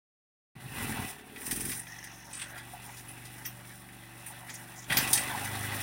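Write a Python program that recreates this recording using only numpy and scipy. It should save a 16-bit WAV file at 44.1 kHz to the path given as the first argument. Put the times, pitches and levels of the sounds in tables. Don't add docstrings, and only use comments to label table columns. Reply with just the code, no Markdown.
import sys
import numpy as np
from scipy import signal
from scipy.fft import rfft, irfft
from scipy.io import wavfile
from scipy.ndimage import uniform_filter1d

SR = 44100
rng = np.random.default_rng(int(sys.argv[2]) if len(sys.argv) > 2 else 0)


def persist_wave(psi):
    counts = np.round(np.clip(psi, -1, 1) * 32767).astype(np.int16)
    wavfile.write(sys.argv[1], SR, np.atleast_2d(counts).T)


N = 256662
T = np.arange(N) / SR
START_S, TOP_HZ = 0.5515, 15900

# time in seconds, firing rate in Hz.
ENGINE_SPEED = [(0.55, 25.7), (0.77, 23.9), (1.0, 19.0), (1.15, 18.1), (1.3, 17.9), (1.61, 22.3),
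                (1.8, 23.7), (2.05, 23.1), (2.33, 22.9), (2.6, 23.8), (3.3, 24.1), (3.63, 24.2),
                (4.0, 23.5), (4.35, 24.0), (4.76, 23.9), (5.2, 24.3), (5.4, 25.5), (5.82, 25.9)]
# time in seconds, level in dB.
EXHAUST_LEVEL = [(0.56, -58.5), (0.72, -50), (0.82, -43), (1.04, -41.5), (1.11, -57.5), (1.43, -52.5),
                 (1.53, -41), (1.68, -44), (1.85, -58), (2.3, -57.5), (2.6, -56.5), (3.45, -54.5),
                 (3.65, -57), (4.87, -58.5), (4.91, -44.5), (4.97, -42), (5.22, -47.5), (5.82, -45.5)]
# frequency in Hz, level in dB.
MUFFLER_COLOUR = [(30, -30), (70, -8), (100, -10), (143, 2), (176, -8.5), (215, 4.5), (250, 0.5),
                  (290, 2.5), (325, -4), (380, -7), (430, -4.5), (500, -17.5), (800, -45.5)]
# multiple of the firing rate, level in dB.
HUM_LINES = [(1, -16), (3, -3), (6, -2.5), (7, 0.5), (8, 4), (9, -4.5), (10, -3), (11, -7), (12, -5),
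             (13, -5), (14, -0.5), (15, -9.5), (16, -7.5), (17, -9.5)]
# multiple of the firing rate, resonance in Hz,
# width in Hz, level in dB when running free, dB gained per dB of load.
BOOM_RESONANCES = [(2, 46.3, 7.8, -67, 0.98), (4, 103, 2, -56, 1.17), (5, 122.1, 12, -55, 0.5041)]
# time in seconds, level in dB.
CLATTER_LEVEL = [(0.56, -64), (0.61, -56), (0.7, -54.5), (0.77, -45.5), (1.02, -44), (1.18, -59.5),
                 (1.34, -59), (1.5, -52), (1.7, -54), (1.85, -58.5), (2.5, -56.5), (3.4, -56.5),
                 (3.9, -58.5), (4.3, -55.5), (4.88, -56), (4.91, -39.5), (5.25, -43), (5.82, -44)]
# frequency in Hz, width setting in Hz, level in dB.
BLOCK_RESONANCES = [(599.4, 40, -6), (788.3, 89, -1), (889.4, 121, 0.5), (1055, 170, -1.5), (1293, 310, -7)]
# frequency in Hz, width setting in Hz, level in dB.
PANEL_RESONANCES = [(1474, 276, -6), (1669, 190, 0.5), (1816, 100, -0.5), (1954, 133, 2.5),
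                    (2212, 125, -1.5), (2613, 223, 2.5), (2872, 172, -4), (3304, 250, -2.5),
                    (3600, 550, -6.5)]
# start in seconds,
# length in seconds, centre in Hz, width as a share of the centre, level in dB before the jerks.
LOW_BURSTS = [(.555, 0.2, 132, 0.26, -51.5), (.74, .32, 112, 0.45, -46), (.77, 0.23, 233, 0.2, -46.5),
              (1.07, 0.39, 408, 0.14, -59), (1.52, 0.197, 298, 0.26, -50), (4.893, 0.12, 145, 0.26, -45.5)]
# time in seconds, level in dB.
DIGGING_LEVEL = [(0.56, -66.5), (0.63, -57), (0.84, -42), (1.09, -45), (1.23, -63), (1.33, -58.5),
                 (1.43, -44.5), (1.77, -40.5), (1.84, -54.5), (2.1, -59), (2.8, -55), (3.4, -54),
                 (3.65, -57.5), (4.87, -54), (4.92, -39.5), (5.19, -39.5), (5.29, -45), (5.82, -41.5)]
# frequency in Hz, level in dB.
SOIL_COLOUR = [(2800, -39), (3900, -1), (4500, -11), (5200, 3.5), (6000, 3.5), (6800, -4), (7600, 3.5),
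               (9500, -15.5)]
# frequency in Hz, level in dB.
GRIT_COLOUR = [(6000, -22), (7600, -20.5), (8500, -3.5), (9300, 1), (10200, -1), (11000, -6), (11900, -11),
               (13000, -5.5), (14300, -4), (15800, -5)]
# time in seconds, then relative levels in dB of the low clank,
# the middle clash and the high sizzle, then the time in seconds to fade by 60 dB.
HOOD_KNOCKS = [(1.359, -39, -56, -51, 0.057), (1.415, -43, -56, -38, 0.07),
               (1.509, -33.5, -36, -27.5, 0.074), (1.716, -36, -38, -38, 0.088),
               (1.868, -38, -50, -50, 0.025), (2.039, -45.5, -46, -37.5, 0.062),
               (2.332, -47, -46.5, -51, 0.19), (2.577, -43, -49, -44, 0.1), (2.97, -58, -47.5, -51, 0.089),
               (3.085, -49, -55, -49, .06), (3.251, -54, -48.5, -45.5, 0.12), (3.452, -39, -49, -40, 0.11),
               (4.261, -47.5, -66, -39.5, 0.19), (4.493, -38, -46.5, -45, 0.096),
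               (4.539, -47, -58, -37.5, 0.077), (4.899, -28, -49, -37, 0.1),
               (4.921, -22.5, -38, -30.5, 0.076), (4.9687, -25, -23.5, -27.5, 0.13),
               (5.073, -34.5, -41, -35, .1), (5.130, -38, -20, -11, 0.066), (5.153, -39, -34, -31, 0.073),
               (5.1746, -23.5, -26, -31, 0.048), (5.444, -45, -37, -32, 0.06)]
# frequency in Hz, level in dB, seconds to fade by 60 dB.
HOOD_TONES = [(1790, -5, .04), (1980, 0, .08), (2530, -6, .03), (2720, -7, .03), (3260, -4, .05),
              (3520, -6, .03), (3813, -5, .05), (4887, -5, .05), (5250, -3, .03), (5650, -3, .025),
              (6045, -5, .07), (6240, -8, .06), (8260, -5, .06), (8844, -3, .05), (9076, 0, .035),
              (9350, -2, .04), (9750, -4, .02), (10300, -5, .02), (14266, -7, .04)]
# frequency in Hz, level in dB.
CRACK_COLOUR = [(700, -5), (1900, 17), (3500, 1.5), (5500, -2), (6800, 1.5), (8200, -5), (9300, 12.5),
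                (10400, 5), (11800, -2.5), (13000, 3), (15800, 0.5)]
# start in seconds, length in seconds, centre in Hz,
# width as a share of the centre, level in dB before the jerks.
BRIGHT_BURSTS = [(1.74, 0.36, 1880, 0.12, -55.5), (1.74, 0.075, 9350, 0.16, -44.5),
                 (1.82, 0.704, 5870, 0.15, -59), (2.329, 0.12, 8660, 0.13, -44.5),
                 (2.388, 0.07, 2440, 1, -46), (2.45, 0.18, 1670, 0.29, -50.5),
                 (2.501, 0.083, 705, 0.22, -54), (2.732, 0.036, 787, 0.15, -48.5),
                 (2.87, 0.15, 6300, 0.27, -61.5), (3.082, 0.041, 10300, 0.092, -45),
                 (3.45, 0.039, 5800, 0.12, -48.5), (3.456, 0.038, 14200, 0.12, -42),
                 (4.5, 0.077, 6300, 0.29, -53.5), (4.76, .1, 6470, 0.25, -55), (4.9, 0.13, 1960, 0.14, -49),
                 (4.97, .025, 14000, 0.18, -26.5), (5.16, 0.064, 8700, 0.094, -32),
                 (5.312, 0.054, 910, .2, -41)]
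# clank, clash and sizzle, each in relative dB.
RATTLE_LEVELS = (-40, -47, -29)
# clank, clash and sizzle, each in relative dB.
STONE_LEVELS = (-47, -65, -67)

CRANK_START = 0.0815
FREE_DB, FREE_HZ = -58, 22.9
LABOUR_FREE, LABOUR_PER_DB, LABOUR_PER_HZ = 0.28, 0.043, 0.084
PUFF_SCATTER_DB, BOOM_FLICKER_DB = 2.4, 0.9
HUM_WAVER, HUM_FLICKER_DB = 0.024, 3.5
PANELS_OVER_BLOCK_DB, SOIL_UNDER_SPRAY_DB = 3, 8
KNOCK_RISE_S = 0.0011
RATTLE_START_S, RATTLE_END_S, RATTLE_RING_S = 1.464, 1.71, 0.082
STONES_PER_S, STONE_SPREAD_DB, STONE_RING_S = 4.5, 1.5, 0.039


def exhaust(cycle, rate):
    exhaust_db = curves(EXHAUST_LEVEL)[0]
    load_db = exhaust_db - FREE_DB
    lost_hz = np.maximum(FREE_HZ - rate, 0)
    labour = np.clip(LABOUR_FREE + LABOUR_PER_DB * load_db + LABOUR_PER_HZ * lost_hz, 0, 1)
    puffs = 0
    for place, strength in ((0, np.ones(N)), (.45, 0.83 + 0.55 * labour)):
        times = strokes(cycle, place)
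        late, size = rng.standard_normal((len(times), 2)).T
        sizes = np.interp(times, T, strength) * undb(PUFF_SCATTER_DB * size)
        puffs = puffs + clicks(times + 0.001 * late, sizes)
    puffs = unit(puffs)
    echo = 0.2 * np.interp(T - .0115, T, puffs)
    gas = .5 * np.sqrt(labour) * rng.standard_normal(N)
    thump = unit(ring(puffs + echo + gas, response(MUFFLER_COLOUR)))
    mixed = np.sqrt(labour) * thump + np.sqrt(1 - labour) * hum(cycle)
    return mixed * undb(exhaust_db + 0.54) + boom(cycle, rate, load_db)


def hum(cycle):
    out = 0
    for multiple, db in HUM_LINES:
        phase = 2 * np.pi * (multiple * cycle + rng.random()) + HUM_WAVER * multiple * wander(13)
        out = out + undb(db + HUM_FLICKER_DB * wander(4)) * np.cos(phase)
    return unit(out)


def boom(cycle, rate, load_db):
    out = 0
    for multiple, hz, width, db, per_db in BOOM_RESONANCES:
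        nearness = 1 / np.hypot(1, 2 * (multiple * rate - hz) / width)
        level = undb(db + per_db * load_db + BOOM_FLICKER_DB * wander(14))
        out = out + nearness * level * np.sqrt(2) * np.cos(2 * np.pi * multiple * cycle)
    return out


def clatter(cycle, block_db, panel_db):
    taps = grains(rate=900, spread_db=2.0, smooth=0.83) * beat(cycle, depth=0.26, decay=0.35)
    buzz = grains(rate=1200, spread_db=2.0, smooth=1.0) * beat(cycle, depth=0.11, decay=0.79)
    buzz = buzz * undb(0.93 * wander(40))
    block = shaken(taps, BLOCK_RESONANCES, patchy_db=2.35) * undb(block_db)
    panels = shaken(buzz, PANEL_RESONANCES, patchy_db=2.03) * undb(panel_db)
    return block + panels


def low_bursts(cycle):
    return bursts(LOW_BURSTS, jerk_db=4.5) * unit(1 + 0.36 * np.cos(4 * np.pi * cycle - np.pi / 2))


def tines(cycle, soil_db, grit_db):
    shake = beat(cycle, depth=0.66, decay=0.51) * undb(1.86 * wander(40))
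    scraping = grains(rate=2600, spread_db=10.5, smooth=1.6) * shake * undb(soil_db)
    spray = grains(rate=2800, spread_db=0.5, smooth=1.3) * shake * undb(grit_db)
    earth = ring(scraping, response(SOIL_COLOUR)) + ring(spray, response(GRIT_COLOUR))
    return earth + undb(-8.5) * ring(scraping, hood())


def knocks(blows):
    t = T[:SR // 5]
    ranges = ((600, 3600), (3600, 7500), (7500, 17000))
    out = 0
    for k, edges in enumerate(ranges):
        force = np.zeros(N + len(t))
        for s, *levels, t60 in blows:
            i = int(s * SR)
            rise = 1 - np.exp(-t / KNOCK_RISE_S)
            force[i:i + len(t)] += undb(levels[k]) * rise * fade(t, t60)
        contacts = force[:N] * grains(rate=3700, spread_db=-1.0, smooth=0.9)
        band = signal.butter(3, edges, "band", fs=SR, output="sos")
        ringing = ring(contacts, signal.sosfilt(band, hood()))
        crack = ring(contacts, signal.sosfilt(band, response(CRACK_COLOUR)))
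        out = out + undb(-3.5) * ringing + undb(-1.77) * crack
    return out


def hood():
    t = T[:SR // 5]
    return sum(undb(db) * np.sin(2 * np.pi * hz * t) * fade(t, t60) for hz, db, t60 in HOOD_TONES)


def rattle(cycle):
    place = np.interp(RATTLE_START_S - .001, T, cycle) % 1
    times = strokes(cycle, place)
    return [(s, *RATTLE_LEVELS, RATTLE_RING_S) for s in times if RATTLE_START_S - .02 < s < RATTLE_END_S]


def bright_bursts(cycle):
    return bursts(BRIGHT_BURSTS, jerk_db=3.5) * beat(cycle, depth=0.9, decay=0.25)


def stones(count=40):
    gaps, sizes = rng.random((count, 2)).T
    times = START_S + np.cumsum(2 * gaps / STONES_PER_S)
    blows = []
    for s, size in zip(times, sizes):
        if s < T[-1]:
            levels = np.array(STONE_LEVELS) + STONE_SPREAD_DB * (2 * size - 1)
            blows.append((s, *levels, STONE_RING_S))
    return blows


def yard(x, t60=0.14, wet_db=-11):
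    t = T[:SR // 2]
    tail = rng.standard_normal(len(t)) * fade(t, t60) * (t > .012)
    return x + undb(wet_db) * ring(x, tail)


def bursts(table, jerk_db):
    out, jerks = np.zeros(N), wander(110)
    for s, length, hz, width, db in table:
        t, i = T[:int(length * SR)], int(s * SR)
        envelope = np.clip(t / 0.001, 0, 1) * np.clip((length - t) / 0.015, 0, 1)
        noise = envelope * undb(db + jerk_db * jerks[i:i + len(t)]) * rng.standard_normal(len(t))
        near, far = 1 + width / 2, 1 + 2 * width
        body = response([(hz / far, -20), (hz / near, 0), (hz * near, 0), (hz * far, -26)])
        sound = signal.fftconvolve(noise, body / np.linalg.norm(body))
        out[i:i + len(sound)] += sound
    return out


def shaken(force, resonances, patchy_db):
    out = 0
    for hz, width, db in resonances:
        b, a = signal.iirpeak(hz, hz / (2 * width), fs=SR)
        ringing = unit(signal.lfilter(b, a, signal.lfilter(b, a, force)))
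        out = out + undb(db + patchy_db * wander(24)) * ringing
    return unit(out)


def beat(cycle, depth, decay):
    return unit(1 + depth * np.exp(-(2 * cycle % 1) / decay))


def strokes(cycle, place):
    return np.interp(np.arange(int(cycle[-1])) + place, cycle, T)


def clicks(times, sizes):
    return np.bincount(np.clip(times * SR, 0, N).astype(int), sizes, N + 1)[:N]


def grains(rate, spread_db, smooth):
    sizes = undb(spread_db * np.minimum(rng.exponential(size=N), 4)) * rng.choice([-1, 1], N)
    impacts = unit(sizes * (rng.random(N) < rate / SR))
    return unit(impacts + smooth * rng.standard_normal(N))


def response(spectrum, size=8192):
    hz, db = np.transpose(spectrum)
    bins = np.maximum(np.arange(size // 2 + 1) * SR / size, 1)
    skirts = 24 * np.abs(np.log2(bins / np.clip(bins, hz[0], hz[-1])))
    cepstrum = irfft(np.log(undb(np.interp(np.log(bins), np.log(hz), db) - skirts)))
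    cepstrum[1:size // 2] *= 2
    cepstrum[size // 2 + 1:] = 0
    return irfft(np.exp(rfft(cepstrum)))


def ring(x, body):
    return signal.fftconvolve(x, body / np.linalg.norm(body))[:N]


def fade(t, t60):
    return np.exp(-np.log(1000) * t / t60)


def wander(rate):
    k = int(SR / rate)
    steps = np.repeat(rng.standard_normal(N // k + 1), k)
    return unit(uniform_filter1d(steps, k)[:N])


def curves(table):
    s, *columns = np.transpose(table)
    return [np.interp(T, s, c) for c in columns]


def unit(x):
    return x / np.sqrt(np.mean(x ** 2))


def undb(db):
    return 10 ** (np.asarray(db) / 20)


def scene():
    rate = curves(ENGINE_SPEED)[0]
    cycle = CRANK_START + np.cumsum(rate * (1 + 0.0036 * wander(10))) / SR
    clatter_db, digging_db = curves(CLATTER_LEVEL)[0], curves(DIGGING_LEVEL)[0]
    tractor = exhaust(cycle, rate) + low_bursts(cycle)
    tractor = tractor + clatter(cycle, clatter_db, clatter_db + PANELS_OVER_BLOCK_DB)
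    earth = tines(cycle, digging_db - SOIL_UNDER_SPRAY_DB + 0.54 * wander(8), digging_db)
    bright = knocks(HOOD_KNOCKS + rattle(cycle) + stones()) + bright_bursts(cycle)
    return (tractor + earth + yard(bright))[None]


def record(dry):
    opened = np.clip((T - START_S) / 0.0042, 0, 1)
    lowpass = signal.ellip(10, .2, 80, TOP_HZ, fs=SR, output="sos")
    return signal.sosfilt(lowpass, dry * opened)


dry = scene()
out = record(dry)
persist_wave(out)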